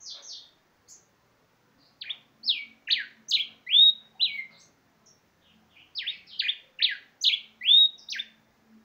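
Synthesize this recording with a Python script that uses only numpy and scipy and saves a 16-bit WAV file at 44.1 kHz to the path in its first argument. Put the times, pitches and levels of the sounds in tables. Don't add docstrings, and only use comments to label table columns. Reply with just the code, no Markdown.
import sys
import numpy as np
from scipy import signal
from scipy.fft import rfft, irfft, next_fast_len
from scipy.io import wavfile
from scipy.ndimage import uniform_filter1d, map_coordinates

SR = 44100
rng = np.random.default_rng(int(sys.argv[2]) if len(sys.argv) > 2 else 0)


def put_to_file(sound):
    columns = np.atleast_2d(sound).T
    safe = np.clip(columns, -1, 1)
    whole_steps = np.round(safe * 32767)
    wavfile.write(sys.argv[1], SR, whole_steps.astype(np.int16))


N = 389844


def amp(db):
    return 10 ** (np.asarray(db) / 20)


def unit(x):
    return x / np.sqrt(np.mean(x ** 2) + 1e-20)


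def along(points, hz):
    freqs, values = np.transpose(points)
    return np.interp(np.log(hz + 1), np.log(freqs + 1), values)


def curves(rows):
    times, *columns = np.transpose(rows)
    return [np.interp(np.arange(N) / SR, times, column) for column in columns]


def wobble(rate, size):
    knots = rng.standard_normal(int(size * rate / SR) + 4)
    return map_coordinates(knots, [np.arange(size) * rate / SR])


def filtered(x, response):
    size = next_fast_len(N + SR // 2)
    return irfft(rfft(x, size) * response(np.fft.rfftfreq(size, 1 / SR)), size)[:N]


def coloured(x, spectrum):
    return filtered(x, lambda hz: amp(along(spectrum, hz)))


def noise(spectrum):
    return unit(coloured(rng.standard_normal(N), spectrum))


def add(track, start, sound):
    part = track[max(0, round(start * SR)):][:len(sound)]
    part += sound[:len(part)]


def partial(pitch, order=1):
    return np.sin(2 * np.pi * order * np.cumsum(pitch) / SR) * (order * pitch < SR / 2)


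def slur(times, hz, waver, waver_rate, glide_s=0.0044, attack_s=0.0092, release_s=0.0073):
    times = np.sort(times)
    t = np.arange(0, times[-1], 1 / SR)
    log_pitch = np.interp(t, times, np.log(hz))
    pitch = np.exp(uniform_filter1d(log_pitch, max(1, int(glide_s * SR)), mode="nearest"))
    edges = np.clip(np.minimum(t / attack_s, (t[-1] - t) / release_s), 0, 1)
    gate = np.sin(np.pi / 2 * edges) ** 2
    return pitch * (1 + waver * np.tanh(wobble(waver_rate, len(t)))), gate


def swept(length, hz, db, waver, waver_rate, edge_db=4.5):
    pitch, gate = slur(np.linspace(0, length, len(hz)), hz, waver, waver_rate)
    return pitch, gate * amp(db - edge_db * np.linspace(-1, 1, len(gate)) ** 2)


def patchy(x, depth_db, corner_hz=2500):
    hz, _, spectra = signal.stft(x, SR, nperseg=2048)
    field = uniform_filter1d(rng.standard_normal(spectra.shape), size=3, axis=0)
    field = uniform_filter1d(field, size=7, axis=1)
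    depth = depth_db / (1 + (hz[:, None] / corner_hz) ** 2)
    return signal.istft(spectra * amp(depth * unit(field)), SR, nperseg=2048)[1][:N]


# frequency in Hz, relative spectral density in dB.
HUSH_SPECTRUM = [(25, -12.5), (55, -5), (120, -3), (300, -2.5), (700, -5), (1300, -7), (1900, -9),
                 (3000, -16), (6300, -18.5), (8500, -31.5), (13500, -30.5), (15200, -20)]
RUMBLE_SPECTRUM = [(25, -33), (60, -14.5), (85, -4.5), (160, 10), (260, -28.5), (600, -59.5)]
DRONE_SPECTRUM = [(80, -41.5), (170, -7), (230, -2), (280, -1), (380, -18.5), (900, -49.5)]
# time in seconds, relative levels of rumble and drone in dB.
TRAFFIC_LEVELS = [(0.0, -81, -79), (0.93, -78, -88), (1.77, -81, -73.5), (2.56, -75.5, -71),
                  (3.99, -73.5, -75.5), (4.41, -74, -69), (5.12, -78.5, -74), (8.1, -79, -77.5),
                  (8.84, -77, -67)]


def hush_and_traffic(hush_db=-66.5, rumble_db=-1, drone_db=-4):
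    rumble_level, drone_level = curves(TRAFFIC_LEVELS)
    rumble = amp(rumble_level + rumble_db) * noise(RUMBLE_SPECTRUM)
    drone = amp(drone_level + drone_db) * noise(DRONE_SPECTRUM)
    hush = amp(hush_db) * noise(HUSH_SPECTRUM)
    return patchy(hush + rumble + drone, depth_db=2.5)


# time in seconds, relative level in dB.
HUM_LEVELS = [(2.0, -81), (2.48, -60.5), (2.57, -84.5), (2.68, -59.5), (2.88, -78.5), (2.93, -62),
              (3.12, -76), (3.2, -58), (3.35, -82), (3.52, -59), (3.81, -99), (3.92, -66), (5.45, -81.5),
              (5.56, -61.5), (5.94, -98), (6.06, -73), (7.22, -83.5), (7.28, -70), (7.7, -65.5),
              (7.83, -82), (8.25, -60), (8.57, -74.5), (8.76, -53.5), (8.84, -62)]
# time in seconds, pitch in Hz.
HUM_PITCH = [(2.0, 214.7), (2.7, 226), (3.3, 221.3), (5.5, 217.8), (8.84, 220.9)]
# start and length in seconds, first and last pitch in Hz, mid level in dB.
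ENGINE_TONES = [(0.799, 3.1, 117.1, 126.9, -76.5), (2.2, 1.02, 271.4, 273.2, -69),
                (3.35, 0.34, 271, 268.2, -70.5), (4.15, 0.69, 165.5, 170, -69),
                (5.3, 0.46, 175.3, 174.6, -72), (6.1, 0.36, 182.3, 190.6, -70),
                (5.1, 1.3, 83.4, 88.9, -74.5)]


def engines(hum_db=-2, throb_db=2):
    pitch = curves(HUM_PITCH)[0] * (1 + 0.005 * wobble(36, N))
    fade_in = np.clip(np.arange(N) / SR - HUM_LEVELS[0][0] + 1, 0, 1)
    level = amp(curves(HUM_LEVELS)[0] + hum_db + throb_db * wobble(12, N))
    out = level * fade_in * unit(partial(pitch))
    for start, length, *hz, db in ENGINE_TONES:
        pitch, level = swept(length, hz, db, waver=0.0087, waver_rate=110)
        throb = amp(throb_db * wobble(3, len(level)))
        add(out, start, level * throb * partial(pitch))
    return out


# frequency in Hz, relative spectral density in dB.
SCUFF_SPECTRUM = [(150, -30), (550, -0.5), (1900, -6), (3500, -13), (9000, -49)]
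# time of the peak in seconds, relative level in dB.
SCUFF_PEAKS = [(0.171, -61), (2.109, -65), (3.502, -69.5), (4.02, -70.5), (4.52, -68)]


def scuffs(width_s=0.037):
    t = np.arange(N) / SR
    envelope = sum(amp(db) * np.exp(-((t - peak) / width_s) ** 2) for peak, db in SCUFF_PEAKS)
    return envelope * noise(SCUFF_SPECTRUM)


# start and length in seconds, pitch in Hz, relative level in dB.
FAR_HOOTS = [(0.149, 0.62, 1850, -77.5), (4.102, 0.097, 848, -62.5), (6.6, 0.086, 535.6, -65)]


def hoots(waver=0.047):
    out = np.zeros(N)
    for start, length, hz, db in FAR_HOOTS:
        size = int(length * SR)
        pitch = hz * (1 + waver * wobble(100, size))
        add(out, start, amp(db) * np.hanning(size) * partial(pitch))
    return out


# frequency in Hz, time to decay by 60 dB in seconds.
GARDEN_T60 = [(300, 0.72), (1500, 0.51), (4000, 0.4), (7000, 0.3), (15000, 0.031)]


def garden(x, build_s, early_db, early_t60):
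    hz, t, spectra = signal.stft(rng.standard_normal(SR), SR, nperseg=256)
    late = amp(-60 * t / along(GARDEN_T60, hz)[:, None])
    early = amp(early_db - 60 * t / early_t60)
    response = signal.istft(spectra * (late + early), SR, nperseg=256)[1]
    response *= 1 - np.exp(-np.arange(len(response)) / SR / build_s)
    return signal.fftconvolve(x, response / np.linalg.norm(response))[:N]


# frequency in Hz, relative gain in dB.
WALL_SPREAD = [(1500, -1.5), (2300, 4), (3000, 1), (3700, -8), (4500, 0), (6300, 3), (8000, -1), (15000, 0)]


def song_echo(song):
    return garden(coloured(song, WALL_SPREAD), build_s=0.0091, early_db=7, early_t60=0.18)


# delay in seconds, gain in dB.
CAGE_REFLECTIONS = [(.00118, -25.5), (.00188, -27.5), (.0024, -21.5), (.003, -20), (.0054, -14.5),
                    (.008, -12)]


def cage(x):
    return filtered(x, lambda hz: 1 + sum(amp(db) * np.exp(-2j * np.pi * hz * delay)
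                                          for delay, db in CAGE_REFLECTIONS))


# frequency in Hz, gain in dB.
BEAK_RESPONSE = [(2500, 2.5), (4000, 18), (5200, 3), (6400, -15), (7500, -17), (9200, -20.5), (11200, -9.5),
                 (12600, -20), (15200, 2.5)]


def beak(harmonics):
    return coloured(harmonics, BEAK_RESPONSE)


# start and length in seconds; first, middle and last pitch in Hz;
# pitch shake in Hz; relative level in dB; octave against fundamental in dB, ahead of the beak.
CHIRPS = [ (0.0, 0.086, 6280, 6280, 5300, 426, -40, -47), (0.052, .068, 5466, 4440, 3120, 332, -34.5, -44),
          (0.12, .045, 3500, 3750, 3740, 200, -45, -40), (0.219, 0.086, 6180, 6220, 5150, 420, -39.5, -29),
          (0.28, .063, 5520, 4370, 3180, 336, -35, -34), (0.352, 0.04, 3364, 3610, 3670, 160, -42.5, -30),
          (0.881, 0.028, 6400, 6880, 7360, 453, -43, -10), (0.872, 0.044, 3730, 5400, 6100, 550, -51, 0),
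          (0.908, 0.0275, 6600, 6330, 6300, 446, -41.5, -20),
          (1.781, 0.1, 4740, 4150, 5100, 425, -57.5, -34), (4.503, 0.097, 4853, 3910, 5050, 420, -54, -27),
          (4.592, 0.035, 5420, 6200, 6520, 418, -49, -30), (4.57, 0.041, 7300, 7800, 7930, 350, -63, -39),
          (5.055, 0.0261, 6800, 5850, 5630, 347, -47, -34), (5.411, 0.1, 3590, 3200, 2660, 400, -58.5, -33),
          (5.69, 0.089, 3400, 3040, 2230, 350, -58.5, -30), (5.751, 0.058, 2234, 2774, 3140, 350, -49, -35),
          (6.07, 0.078, 2162, 2415, 2390, 300, -42, -19),
          (6.263, 0.085, 5200, 3940, 3410, 400, -43.5, -38.5),
          (6.306, .055, 3220, 3086, 3090, 178, -41.5, -36.5),
          (7.976, 0.025, 7200, 5190, 5120, 380, -43, -27), ]


def far_birds():
    fundamentals, octaves = np.zeros(N), np.zeros(N)
    for start, length, *hz, shake_hz, db, octave_db in CHIRPS:
        pitch, level = swept(length, hz, db, waver=shake_hz / hz[1], waver_rate=700)
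        add(fundamentals, start, level * partial(pitch))
        add(octaves, start, amp(octave_db) * level * partial(pitch, order=2))
    return fundamentals + beak(octaves)


# start and length in seconds, pitch in Hz, level in dB.
VOICE_BREAKS = [(2.884, 0.06, 6210, -57), (3.291, 0.022, 7160, -43), (6.401, 0.099, 6700, -68),
                (7.224, 0.014, 7045, -34.5)]


def rasps(octave_db=-8):
    fundamentals, octaves = np.zeros(N), np.zeros(N)
    for start, length, hz, db in VOICE_BREAKS:
        pitch, level = swept(length, [hz, hz], db, waver=0.07, waver_rate=1600)
        add(fundamentals, start, level * partial(pitch))
        add(octaves, start, amp(octave_db) * level * partial(pitch, order=2))
    return fundamentals + beak(octaves)


def overtones(pitch, slope=0.4, octave_db=-8, jitter=0.008):
    out = np.zeros(len(pitch))
    for order in range(2, 8):
        gain = amp(octave_db) if order == 2 else (order / 2) ** -slope
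        out += gain * partial(pitch * (1 + jitter * wobble(900, len(pitch))), order)
    return out


# pitch in Hz, gain of the whistle in dB.
THROAT_RESPONSE = [(1400, -41.5), (1700, -32.5), (2100, -32), (2500, -29), (2900, -22.5), (3300, -18.5),
                   (3700, -13.5), (4200, -17.5), (4800, -22.5), (5500, -28), (7000, -38.5)]


def sing(syllable, stretch, db, fade_db):
    times, hz, push_db = np.transpose(syllable)
    pitch, gate = slur(times * stretch, hz, waver=0.003, waver_rate=600, glide_s=0.0022)
    pitch *= 1 + 0.003 * wobble(60, len(pitch))
    t = np.arange(len(pitch)) / SR
    effort_db = db + np.interp(t, np.sort(times) * stretch, push_db) - fade_db * t / t[-1]
    return pitch, gate * amp(effort_db + along(THROAT_RESPONSE, pitch))


# unstretched time in seconds, pitch in Hz, push in dB.
ZIGZAG = [(0, 5000, -3.5), (.007, 4660, -2), (0.022, 2660, -2.5), (0.039, 1449, -0.5), (0.055, 2495, 0),
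          (.07, 2412, 2), (0.083, 1700, 0.5), (.097, 3166, -1.5), (0.107, 3567, -0.5), (0.118, 3735, -7.5)]
FALL = [(0, 4132, -18.5), (0.025, 5410, -10.5), (0.043, 5174, -1.5), (.051, 4425, -0.5),
        (0.068, 3727, -0.5), (.091, 3010, -4.5), (.124, 2488, -3.5), (0.16, 2270, -2), (0.183, 2258, -1)]
WHIP = [(0, 2670, -7), (.007, 2812, -4.5), (.019, 1679, 0.5), (.033, 2668, -1.5), (0.048, 4760, -1.5),
        (.061, 3770, 0.5), (0.08, 2680, -1.5), (.107, 2040, 2.5), (0.134, 1699, 1.5), (0.179, 1434, -4.5)]
TUMBLE = [(0, 5670, -2.5), (.02, 6870, 1.5), (0.025, 5863, -16.5), (.031, 4744, 1), (.039, 3648, -5.5),
          (.048, 2864, -1), (.063, 4237, -1), (.073, 3727, 1), (.085, 2700, -2), (.101, 2089, 0),
          (.121, 3097, -3.5), (.139, 3600, -3)]
RISE = [(0, 1930, -2), (0.014, 1998, -4.5), (.04, 2557, -4), (0.069, 3216, -1), (.095, 3477, 3),
        (.125, 3608, 1.5), (.165, 3744, 0), (0.201, 3795, 2.5), (.225, 3761, -1.5), (0.249, 3750, -3)]
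ARCH = [(0, 2632, -10), (0.013, 2866, -4), (0.027, 3880, -3.5), (0.039, 4050, 3), (.056, 3763, -3.5),
        (.081, 2530, -2), (.106, 2277, -5), (0.176, 2208, -4), (0.189, 2145, 4), (.221, 2041, -3.5)]
SCOOP = [(0, 4393, -13.5), (0.017, 5360, -1.5), (0.044, 3440, -5), (.06, 2510, 0), (0.079, 1944, 4.5),
         (.096, 1552, -5), (0.122, 2761, 2), (.132, 3380, 2), (0.147, 3784, -8.5), (0.161, 3710, -1)]
PLUNGE = [(0, 3463, -7), (.009, 3990, -12.5), (.026, 6275, 5.5), (0.04, 3930, -4), (0.048, 2663, -5),
          (.065, 2112, 6), (.085, 1524, 7), (.096, 2179, 2.5), (0.112, 3502, -7.5), (.126, 3600, 6.5)]
# start in seconds, syllable, time stretch as a ratio, relative level in dB,
# fade over the note in dB, overtone level in dB ahead of the beak.
SONG_NOTES = [ (2.008, ZIGZAG, .94, -13.5, -5.5, -77.5), (2.429, FALL, 1.028, -2.5, -0.5, -67),
              (2.87, WHIP, 0.99, -1, 0.5, -62), (3.281, TUMBLE, 0.99, -2.5, -2, -55.5),
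              (3.663, RISE, 0.97, -1, -1, -58.5), (4.193, ARCH, 1.01, -2, 0.5, -60),
              (5.948, SCOOP, 1.0, -8, 1, -69.5), (6.389, ZIGZAG, 1.006, -1, 0.5, -63),
              (6.786, WHIP, .98, 0.5, 2, -58.5), (7.209, TUMBLE, 0.99, 0.5, 0, -52.5),
              (7.608, RISE, 1.025, -1, -1, -58.5), (8.085, PLUNGE, 0.98, -7, -1, -58.5), ]


def songbird(jitter=0.012, flutter_db=3, flare_db=4, overtone_growth=0.39):
    whistle, harmonics = np.zeros(N), np.zeros(N)
    for start, syllable, stretch, db, fade_db, overtone_db in SONG_NOTES:
        pitch, level = sing(syllable, stretch, db, fade_db)
        effort = level / level.max()
        roughness = 1 - effort
        pitch *= 1 + jitter * roughness * wobble(500, len(level))
        level *= amp(flutter_db * roughness * wobble(250, len(level)))
        add(whistle, start, level * partial(pitch))
        flare = amp(flare_db * wobble(90, len(level)))
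        add(harmonics, start, amp(overtone_db) * flare * effort ** overtone_growth * overtones(pitch))
    return whistle + beak(harmonics)


def scene():
    near = songbird() + rasps()
    far = far_birds()
    song = cage(near) + amp(-8.5) * song_echo(near)
    chirps = amp(-8.5) * far + amp(-3.5) * garden(far, build_s=0.0081, early_db=-4, early_t60=0.17)
    small_sounds = amp(3.5) * garden(scuffs() + hoots(), build_s=0.003, early_db=7, early_t60=0.044)
    return (song + chirps + small_sounds + engines() + hush_and_traffic())[None]


def record(dry, cutoff_hz=15700):
    return filtered(dry[0], lambda hz: hz < cutoff_hz)[None]


dry = scene()
out = record(dry)
put_to_file(out)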